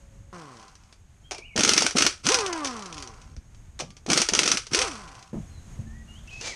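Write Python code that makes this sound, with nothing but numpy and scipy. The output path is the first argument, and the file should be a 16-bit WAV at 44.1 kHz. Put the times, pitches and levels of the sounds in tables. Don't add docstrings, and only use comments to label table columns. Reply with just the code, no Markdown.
import sys
import numpy as np
from scipy import signal
from scipy.fft import rfft, irfft
from scipy.io import wavfile
from scipy.ndimage import uniform_filter1d

SR = 44100
rng = np.random.default_rng(int(sys.argv[2]) if len(sys.argv) > 2 else 0)


def store_wav(level_fs):
    pcm = np.round(np.clip(np.atleast_2d(level_fs), -1, 1) * 32767)
    wavfile.write(sys.argv[1], SR, pcm.T.astype(np.int16))


N = 288855

# start in seconds, level in dB.
HITS = [(0.5696, -39), (0.597, -40), (0.627, -40), (0.6809, -39), (0.7537, -38), (0.8354, -47),
        (0.9264, -37), (1.3104, -21), (1.3179, -20), (1.3473, -29), (1.3823, -28), (1.5768, -8),
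        (1.6077, -7), (1.6492, -4), (1.6921, -2), (1.735, -4), (1.7784, -2), (1.8213, -5), (1.8647, -4),
        (1.9091, -18), (1.9844, -3), (2.0228, -3), (2.0652, -2), (2.2558, -18), (2.2672, -8), (2.2887, -6),
        (2.3436, -3), (2.3874, -12), (2.4628, -14), (2.6469, -16), (2.6544, -18), (2.6718, -20),
        (2.7102, -27), (2.7661, -28), (2.7935, -29), (2.8235, -29), (2.8584, -26), (2.9267, -27),
        (2.9442, -31), (2.9692, -33), (2.9806, -25), (3.0021, -34), (3.0245, -24), (3.0749, -31),
        (3.2166, -36), (3.3653, -39), (3.5473, -45), (3.7914, -23), (3.7993, -22), (3.8054, -21),
        (3.905, -37), (3.9674, -33), (4.0637, -24), (4.1324, -4), (4.1754, -2), (4.2173, -5), (4.2877, -7),
        (4.3505, -5), (4.3909, -2), (4.4328, -8), (4.4767, -4), (4.5161, -4), (4.572, -9), (4.6678, -26),
        (4.7471, -3), (4.79, -8), (4.817, -10), (4.9536, -29), (5.0774, -35), (5.1522, -35), (5.1921, -37),
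        (5.2265, -34), (6.2744, -40), (6.4118, -27)]
# time in seconds, mean vane rate in pulses per second.
FREE_SPINS = [
    [(.328, 187), (.4, 166), (.47, 140), (.57, 114), (.64, 107), (.75, 72), (.95, 55)],
    [(2.245, 100), (2.265, 165), (2.325, 530), (2.375, 485), (2.42, 416), (2.5, 357), (2.7, 253),
     (2.9, 169), (3.1, 114), (3.35, 61)],
    [(4.712, 150), (4.73, 164), (4.79, 470), (4.82, 530), (4.9, 310), (4.955, 220), (5.0, 205), (5.12, 130),
     (5.32, 72)],
]
# press in seconds, release in seconds, air flow in dB at the press, at the release.
PULLS = [(1.555, 1.856, -27, -29.5), (1.95, 2.08, -23, -33.5), (2.231, 2.345, -30, -27.5),
         (4.079, 4.227, -25.5, -29.5), (4.319, 4.545, -30, -31.5), (4.704, 4.824, -31, -28.5)]

BLOW_DB = -10
OPEN_S, SHUT_T60_S = 0.042, 0.28
SURGE_S = 0.039
EDGE_SAMPLES = 130


def from_db(db):
    return 10 ** (np.asarray(db) / 20)


def rms_one(x):
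    return x / np.sqrt(np.mean(x ** 2) + 1e-20)


def in_time(tables, column, outside):
    t, out = np.arange(N) / SR, np.full(N, float(outside))
    for rows in tables:
        rows = np.array(rows)
        inside = (t >= rows[0, 0]) & (t <= rows[-1, 0])
        out[inside] = np.interp(t[inside], rows[:, 0], rows[:, column])
    return out


def level(tables, column):
    return uniform_filter1d(from_db(in_time(tables, column, outside=-140)), size=EDGE_SAMPLES)


def drift(rate_hz):
    r = np.exp(-2 * np.pi * rate_hz / SR)
    wander = signal.lfilter([1], [1, -2 * r, r * r], rng.standard_normal(N + SR))
    return rms_one(wander[SR:])


def band(x, low_hz, high_hz):
    return signal.sosfilt(signal.butter(2, [low_hz, high_hz], "band", fs=SR, output="sos"), x)


def colour(x, spectrum):
    hz, db = np.transpose(spectrum)
    grid_hz = np.linspace(0, SR / 2, 1025)
    log_gain = np.interp(np.log(grid_hz + 1), np.log(hz), db) * np.log(10) / 20
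    cepstrum = irfft(log_gain)
    cepstrum[1:1024] *= 2
    cepstrum[1025:] = 0
    impulse = irfft(np.exp(rfft(cepstrum)))
    return signal.fftconvolve(x, impulse)[:N]


def ring(clicks, hz, t60_s):
    r, w = from_db(-60 / (t60_s * SR)), 2 * np.pi * hz / SR
    return signal.lfilter([0, np.sin(w)], [1, -2 * r * np.cos(w), r * r], clicks + 1e-18)


def dying(t60_s):
    return from_db(-60 * np.arange(int(t60_s * SR) + 1) / (t60_s * SR))


def noise_tail(t60_s):
    envelope = dying(t60_s)
    return rng.standard_normal(len(envelope)) * envelope


def add(out, s, piece):
    i = round(s * SR)
    out[i:i + len(piece)] += piece[:N - i]


def wind():
    # time in seconds, mean level in dB.
    gust_levels = [(0.0, -53), (0.2, -40), (0.42, -59), (1.09, -52), (2.41, -48), (2.55, -57), (3.3, -44),
                   (3.39, -50), (3.45, -48.5), (4.74, -50), (5.07, -45), (5.29, -58), (5.36, -39),
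                   (5.73, -41), (5.93, -39.5), (6.02, -44.5), (6.51, -44), (6.55, -61)]
    gusts = rms_one(band(rng.standard_normal(N), 22, 95))
    return from_db(in_time([gust_levels], column=1, outside=-60) + 2 * drift(13)) * gusts


def hush_and_insects():
    # time in seconds, mean hush level in dB.
    hush_levels = [(0, -59), (.33, -60), (1.2, -61.5), (5.325, -60), (5.335, -53), (6.55, -56)]
    # frequency in Hz, relative density in dB per Hz.
    hush_colour = [(76, -33.5), (130, -9), (230, -13), (400, -23.5), (700, -21), (1200, -23), (2400, -26),
                   (4000, -31.5), (5200, -33), (6500, -25.5), (9000, -32.5), (12000, -44), (13200, -42),
                   (15000, -82)]
    insect_hz, insect_width_hz, insect_db = 6540, 150, -11
    hush = rms_one(colour(rng.standard_normal(N), hush_colour))
    insects = rms_one(ring(rng.standard_normal(N), insect_hz, 5.2 / insect_width_hz))
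    gain = from_db(in_time([hush_levels], column=1, outside=-60) + 1.0 * drift(5.7))
    return gain * (hush + from_db(insect_db) * insects)


def hums():
    # time in seconds, mean pitch in Hz, relative level in dB.
    tones = [
        [(0, 546, -69), (.327, 548, -71)],
        [(3.81, 1180, -60), (4.0, 1180, -74)],
        [(5.8, 222, -50), (6.0, 222, -58), (6.35, 220, -65)],
    ]
    hz = in_time(tones, column=1, outside=360) * (1 + 0.0107 * drift(21.6))
    gain = level(tones, column=2) * from_db(6.5 + 2.0 * drift(42))
    return gain * np.sin(2 * np.pi * np.cumsum(hz) / SR)


def birds():
    # mean level in dB, then pitch points of time in seconds, mean pitch in Hz.
    notes = [(-56.5, [(1.235, 3100), (1.275, 3270), (1.29, 3200)]), (-48, [(1.34, 2990), (1.36, 2410),
             (1.41, 2210), (1.43, 2400), (1.45, 2800), (1.475, 2986)]), (-52, [(1.478, 2950), (1.495, 2550),
             (1.515, 2270), (1.55, 2170)]), (-65, [(5.495, 4200), (5.545, 4150), (5.6, 3890)]),
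             (-59.5, [(5.86, 1740), (5.93, 1830), (5.96, 1930), (6.03, 1928)]), (-55, [(6.075, 2816),
             (6.13, 2865), (6.16, 3030), (6.187, 3340), (6.197, 3750)]), (-47, [(6.27, 2706), (6.288, 2640),
             (6.303, 3330)]), (-44.5, [(6.303, 2480), (6.34, 2584), (6.4, 2590), (6.425, 2900)]),
             (-44, [(6.428, 2520), (6.445, 2350), (6.49, 2334), (6.52, 2220), (6.53, 1945), (6.55, 1910)])]
    attack_s, release_s = .012, .007
    t, gain = np.arange(N) / SR, 0
    hz = in_time([pitch for _, pitch in notes], column=1, outside=2500) * (1 + .005 * drift(80))
    for db, pitch in notes:
        rise = (t - pitch[0][0]) / attack_s
        fall = (pitch[-1][0] - t) / release_s
        gain = gain + from_db(db) * np.clip(np.minimum(rise, fall), 0, 1)
    sine = np.sqrt(2) * np.sin(2 * np.pi * np.cumsum(hz) / SR)
    song = gain * from_db(1.4 * drift(30)) * sine
    return song + from_db(-35) * signal.fftconvolve(song, noise_tail(.5))[:N]


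def scuff():
    # time in seconds, level in dB.
    rub_levels = [(6.3, -52), (6.4, -49), (6.415, -39.5), (6.475, -30.5), (6.55, -43)]
    # frequency in Hz, relative density in dB per Hz.
    rub_colour = [(120, -32), (200, -16), (453, -5), (1410, -12), (2280, -7), (2780, -8.5), (6290, -5),
                  (10700, -28.5), (14000, -69)]
    grains = rng.standard_normal(N) * from_db(1.25 * drift(150))
    return level([rub_levels], column=1) * rms_one(colour(grains, rub_colour))


def thumps():
    # start in seconds, peak of the body in dB, pitch in Hz, push t60 in seconds.
    knocks = [(1.312, -31, 724, 0.29), (1.319, -47, 470, 0.18), (1.385, -33.5, 440, 0.089),
              (3.325, -36, 114, 0.095), (3.365, -27, 57, 0.067), (3.458, -43, 86, 0.15),
              (3.797, -24.5, 644, 0.16), (3.811, -33.5, 164, 0.48), (4.062, -26.5, 490, 0.022),
              (4.718, -23, 210, 0.041), (5.33, -24.5, 208, 0.044), (5.341, -22.5, 226, 0.16),
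              (5.363, -25.5, 160, 0.18), (5.788, -23, 127, 0.19), (5.865, -34, 63, .12)]
    out = np.zeros(N)
    for s, peak_db, hz, t60_s in knocks:
        push = noise_tail(t60_s)
        body = band(push, hz / 1.62, hz * 1.265)
        overtone = band(push, hz * 3.1, hz * 4.3)
        add(out, s, from_db(peak_db) * (body + 0.081 * overtone) / np.abs(body).max())
    return out


def flow():
    t, out = np.arange(N) / SR, 0
    for press, go, start_db, end_db in PULLS:
        db = np.interp(t, [press, go], [start_db, end_db]) - 60 * np.maximum(t - go, 0) / SHUT_T60_S
        out = out + np.clip((t - press) / OPEN_S, 0, 1) * from_db(db)
    return out


def held(s):
    if any(rows[0][0] - OPEN_S <= s <= rows[-1][0] for rows in FREE_SPINS):
        return None
    for press, go, start_db, end_db in PULLS:
        if press <= s < go:
            return np.interp(s, [press, go], [start_db, end_db])
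    return None


def by_speed(column):
    # vane rate in pulses per second, whine in dB, muffler breath in dB, hiss in dB.
    rows = np.array([(55.3, -120, -71, -70), (86.33, -71, -55.5, -61), (118, -50.5, -49, -57),
                     (187, -42, -45, -51), (300, -32, -39.5, -43.5), (465.8, -26, -32, -43.5)])
    rate_hz = in_time(FREE_SPINS, column=1, outside=1)
    gain = from_db(np.interp(np.log(rate_hz), np.log(rows[:, 0]), rows[:, column]))
    return uniform_filter1d(gain * (rate_hz > 1), size=EDGE_SAMPLES)


def per_spin(column):
    # whine in dB, overtone tilt in dB per octave, level waver in dB,
    # pitch waver as a share.
    spins = [(1, -3.5, 1.6, .005), (0, -3.6, 2.4, .006), (-6, -6, 2.2, .02)]
    spans = [[(rows[0][0], spin[column]), (rows[-1][0], spin[column])] for rows, spin in zip(FREE_SPINS, spins)]
    return in_time(spans, column=1, outside=0)


def jolts():
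    choke = np.zeros(N)
    for s, db in HITS:
        if db > BLOW_DB:
            add(choke, s, 0.48 * dying(0.097))
    return uniform_filter1d(np.clip(1 - choke, 0, 1), size=EDGE_SAMPLES)


def air(turns):
    # frequency in Hz, relative density in dB per Hz.
    air_colour = [(760, -38.5), (1300, 4), (1740, -6.5), (2390, -1), (3170, -3), (3780, -6), (5990, 0.5),
                  (7140, -10.5), (8110, -6.5), (10300, -16), (11200, -26.5), (13500, -65.5)]
    grit = (rng.random(N) < 900 / SR) * rng.exponential(1, N) * rng.choice([-1, 1], N)
    pulsing = 1 + 0.11 * np.cos(2 * np.pi * turns)
    jet = rng.standard_normal(N) * pulsing + 2.0 * grit
    gain = (flow() + by_speed(column=3)) * from_db(3.34 * drift(100))
    return gain * rms_one(colour(jet, air_colour))


def vanes(rate_hz, tilt_db, overtone_db):
    # frequency in Hz, gain in dB before tilt.
    vane_tone = [(60, -12), (150, -1), (260, 1), (480, 0), (650, -8), (800, -3), (920, -5), (1100, 5),
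                 (1250, 0), (1400, -6), (1600, -4), (2000, -7), (2600, -14)]
    turns = np.cumsum(rate_hz / SR)
    hz, db = np.transpose(vane_tone)
    out = 0
    for k in range(1, 11):
        gain_db = np.interp(np.log(k * rate_hz), np.log(hz), db) + tilt_db * np.log2(k)
        gain_db = gain_db + np.sqrt(k - 1) * np.roll(overtone_db, 3001 * k)
        out = out + from_db(gain_db) * np.sin(2 * np.pi * k * turns)
    return out, turns


def free_spin():
    # frequency in Hz, width in Hz, relative level in dB.
    muffler = [(784, 16, 9), (1033.5, 48, 11.5), (1126, 250, 11.5), (1380, 630, 12), (1940, 170, 0)]
    driven_db = 4.5
    rate_hz = in_time(FREE_SPINS, column=1, outside=100)
    climbing = uniform_filter1d(1. * (np.gradient(rate_hz) > 0), size=900)
    wavering_hz = rate_hz * (1 + per_spin(column=3) * drift(40))
    tilt_db = per_spin(column=1) - 5 * climbing
    whine, turns = vanes(wavering_hz, tilt_db, per_spin(column=2) * drift(15))
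    puffs = (1.0 + np.exp(-3.0 * (turns % 1))) * rng.standard_normal(N)
    breath = sum(from_db(db) * np.sqrt(width_hz) * ring(puffs, hz, 5.2 / width_hz)
                 for hz, width_hz, db in muffler)
    whine_gain = by_speed(column=1) + from_db(driven_db) * climbing * flow()
    whine_gain = from_db(per_spin(column=0)) * whine_gain * jolts()
    return whine_gain * whine + by_speed(column=2) * rms_one(breath), turns


def growls(surges):
    stall_hz, climb_hz_per_s = 141.2, 6660
    out = np.zeros(N)
    age_s = np.arange(int(SURGE_S * SR)) / SR
    shape = np.minimum(age_s / 0.0028, 1) * np.minimum((SURGE_S - age_s) / 0.022, 1)
    chance = rng.standard_normal((len(surges), 2))
    rough = drift(85)
    rumble = rms_one(band(rng.standard_normal(N), 120, 600))
    for (s, surge_db), (start, climb) in zip(surges, chance):
        first = round(s * SR)
        here = slice(first, first + len(age_s))
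        climb_hz = stall_hz * (1 + 0.082 * start) + climb_hz_per_s * (1 + 0.47 * climb) * age_s
        growl, _ = vanes(climb_hz * (1 + 0.071 * rough[here]), tilt_db=-9.0, overtone_db=-5.5)
        out[here] += from_db(surge_db + 1.0 * rough[here]) * shape * (growl + 0.68 * rumble[here])
    return out


def hammering():
    # time in seconds, level in dB.
    extra_rattles = [(1.633, -6.5), (2.318, -6.5), (2.404, -17.5), (2.527, -15), (4.100, -6), (4.114, -9.5),
                     (4.334, -12), (4.457, -15), (4.733, -9)]
    # start in seconds, level in dB.
    lunges = [(1.583, -20), (4.102, -22.5)]
    press_lag_s, open_rattle_db = 0.0094, -0.5
    dog_lead_s, dog_db, dog_spread_db = .016, 15.5, 3
    restart_s, surge_db = .018, -1

    blows = [s for s, db in HITS if db > BLOW_DB and held(s) is not None]
    luck = rng.standard_normal((len(blows), 2))
    rattles = extra_rattles + [(s + press_lag_s, db + open_rattle_db) for s, _, db, _ in PULLS]
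    starts = [s for s, *_ in PULLS]
    for s, (loud, late) in zip(blows, luck):
        rattles.append((s - dog_lead_s, held(s) + dog_db + dog_spread_db * loud))
        starts.append(s + restart_s + 0.00203 * late)

    surges = list(lunges)
    for s in starts:
        in_lunge = any(0 <= s - lunge < SURGE_S for lunge, _ in lunges)
        if held(s + SURGE_S / 4) is not None and not in_lunge:
            surges.append((s, held(s) + surge_db))
    return rattles, surges


def hits(rattles):
    # frequency in Hz, relative level in dB, t60 in seconds.
    steel = [(1486, -16.5, 0.067), (2180, -20.5, 0.021), (3167, -5.5, 0.0149), (4260, -20.5, 0.065),
             (4800, -13, .05), (4860, -27, 0.024), (5950, -9, 0.03), (6390, -40.5, .08), (6670, -11, 0.11),
             (6509, -21.5, 0.017), (8470, -2.5, 0.038), (9200, -15, .05)]
    # frequency in Hz, relative density in dB per Hz.
    crack = [(180, -22.5), (300, -3.5), (863, -8.5), (1280, -7.5), (1990, -5), (2440, -3), (4240, -6),
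             (4740, -3), (6000, 2), (7140, -9.5), (10300, -18), (13000, -55.5)]
    rows = np.array(HITS)
    at = np.round(rows[:, 0] * SR).astype(int)
    spray, clicks = np.zeros((2, N))
    for s, hit_db in HITS:
        add(spray, s, from_db(hit_db) * dying(0.012))
        add(spray, s, from_db(hit_db - 2.5) * dying(0.083))
    age = np.arange(SR // 10) / (0.0026 * SR)
    for s, rattle_db in rattles:
        add(spray, s, from_db(rattle_db + 9.5) * age * np.exp(-age))
    clicks[at] = from_db(rows[:, 1])
    noise = rng.standard_normal(N) * from_db(0.91 * drift(520))
    unit = np.std(colour(noise, crack))
    out = colour(from_db(-9.5) * spray * noise + from_db(4.5) * clicks, crack) / unit
    strengths_db = rng.normal(0, 3, (len(HITS), len(steel)))
    for k, (hz, db, t60_s) in enumerate(steel):
        clicks[at] = from_db(rows[:, 1] + db - 19 + strengths_db[:, k])
        out += ring(clicks, hz, t60_s)
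    return out


def scene():
    around = wind() + hush_and_insects() + hums() + birds()
    wheel = scuff() + thumps()
    rattles, surges = hammering()
    spin, turns = free_spin()
    motor = spin + growls(surges)
    tool = hits(rattles) + air(turns)
    tool = tool + from_db(-38) * signal.fftconvolve(tool, noise_tail(.22))[:N]
    return (around + wheel + motor + tool)[None]


def record(dry):
    rounded = 0.88 * np.tanh(dry / 1.121)
    low_pass = signal.cheby2(12, 70, 15480, fs=SR, output="sos")
    return signal.sosfilt(low_pass, rounded)


dry = scene()
out = record(dry)
store_wav(out)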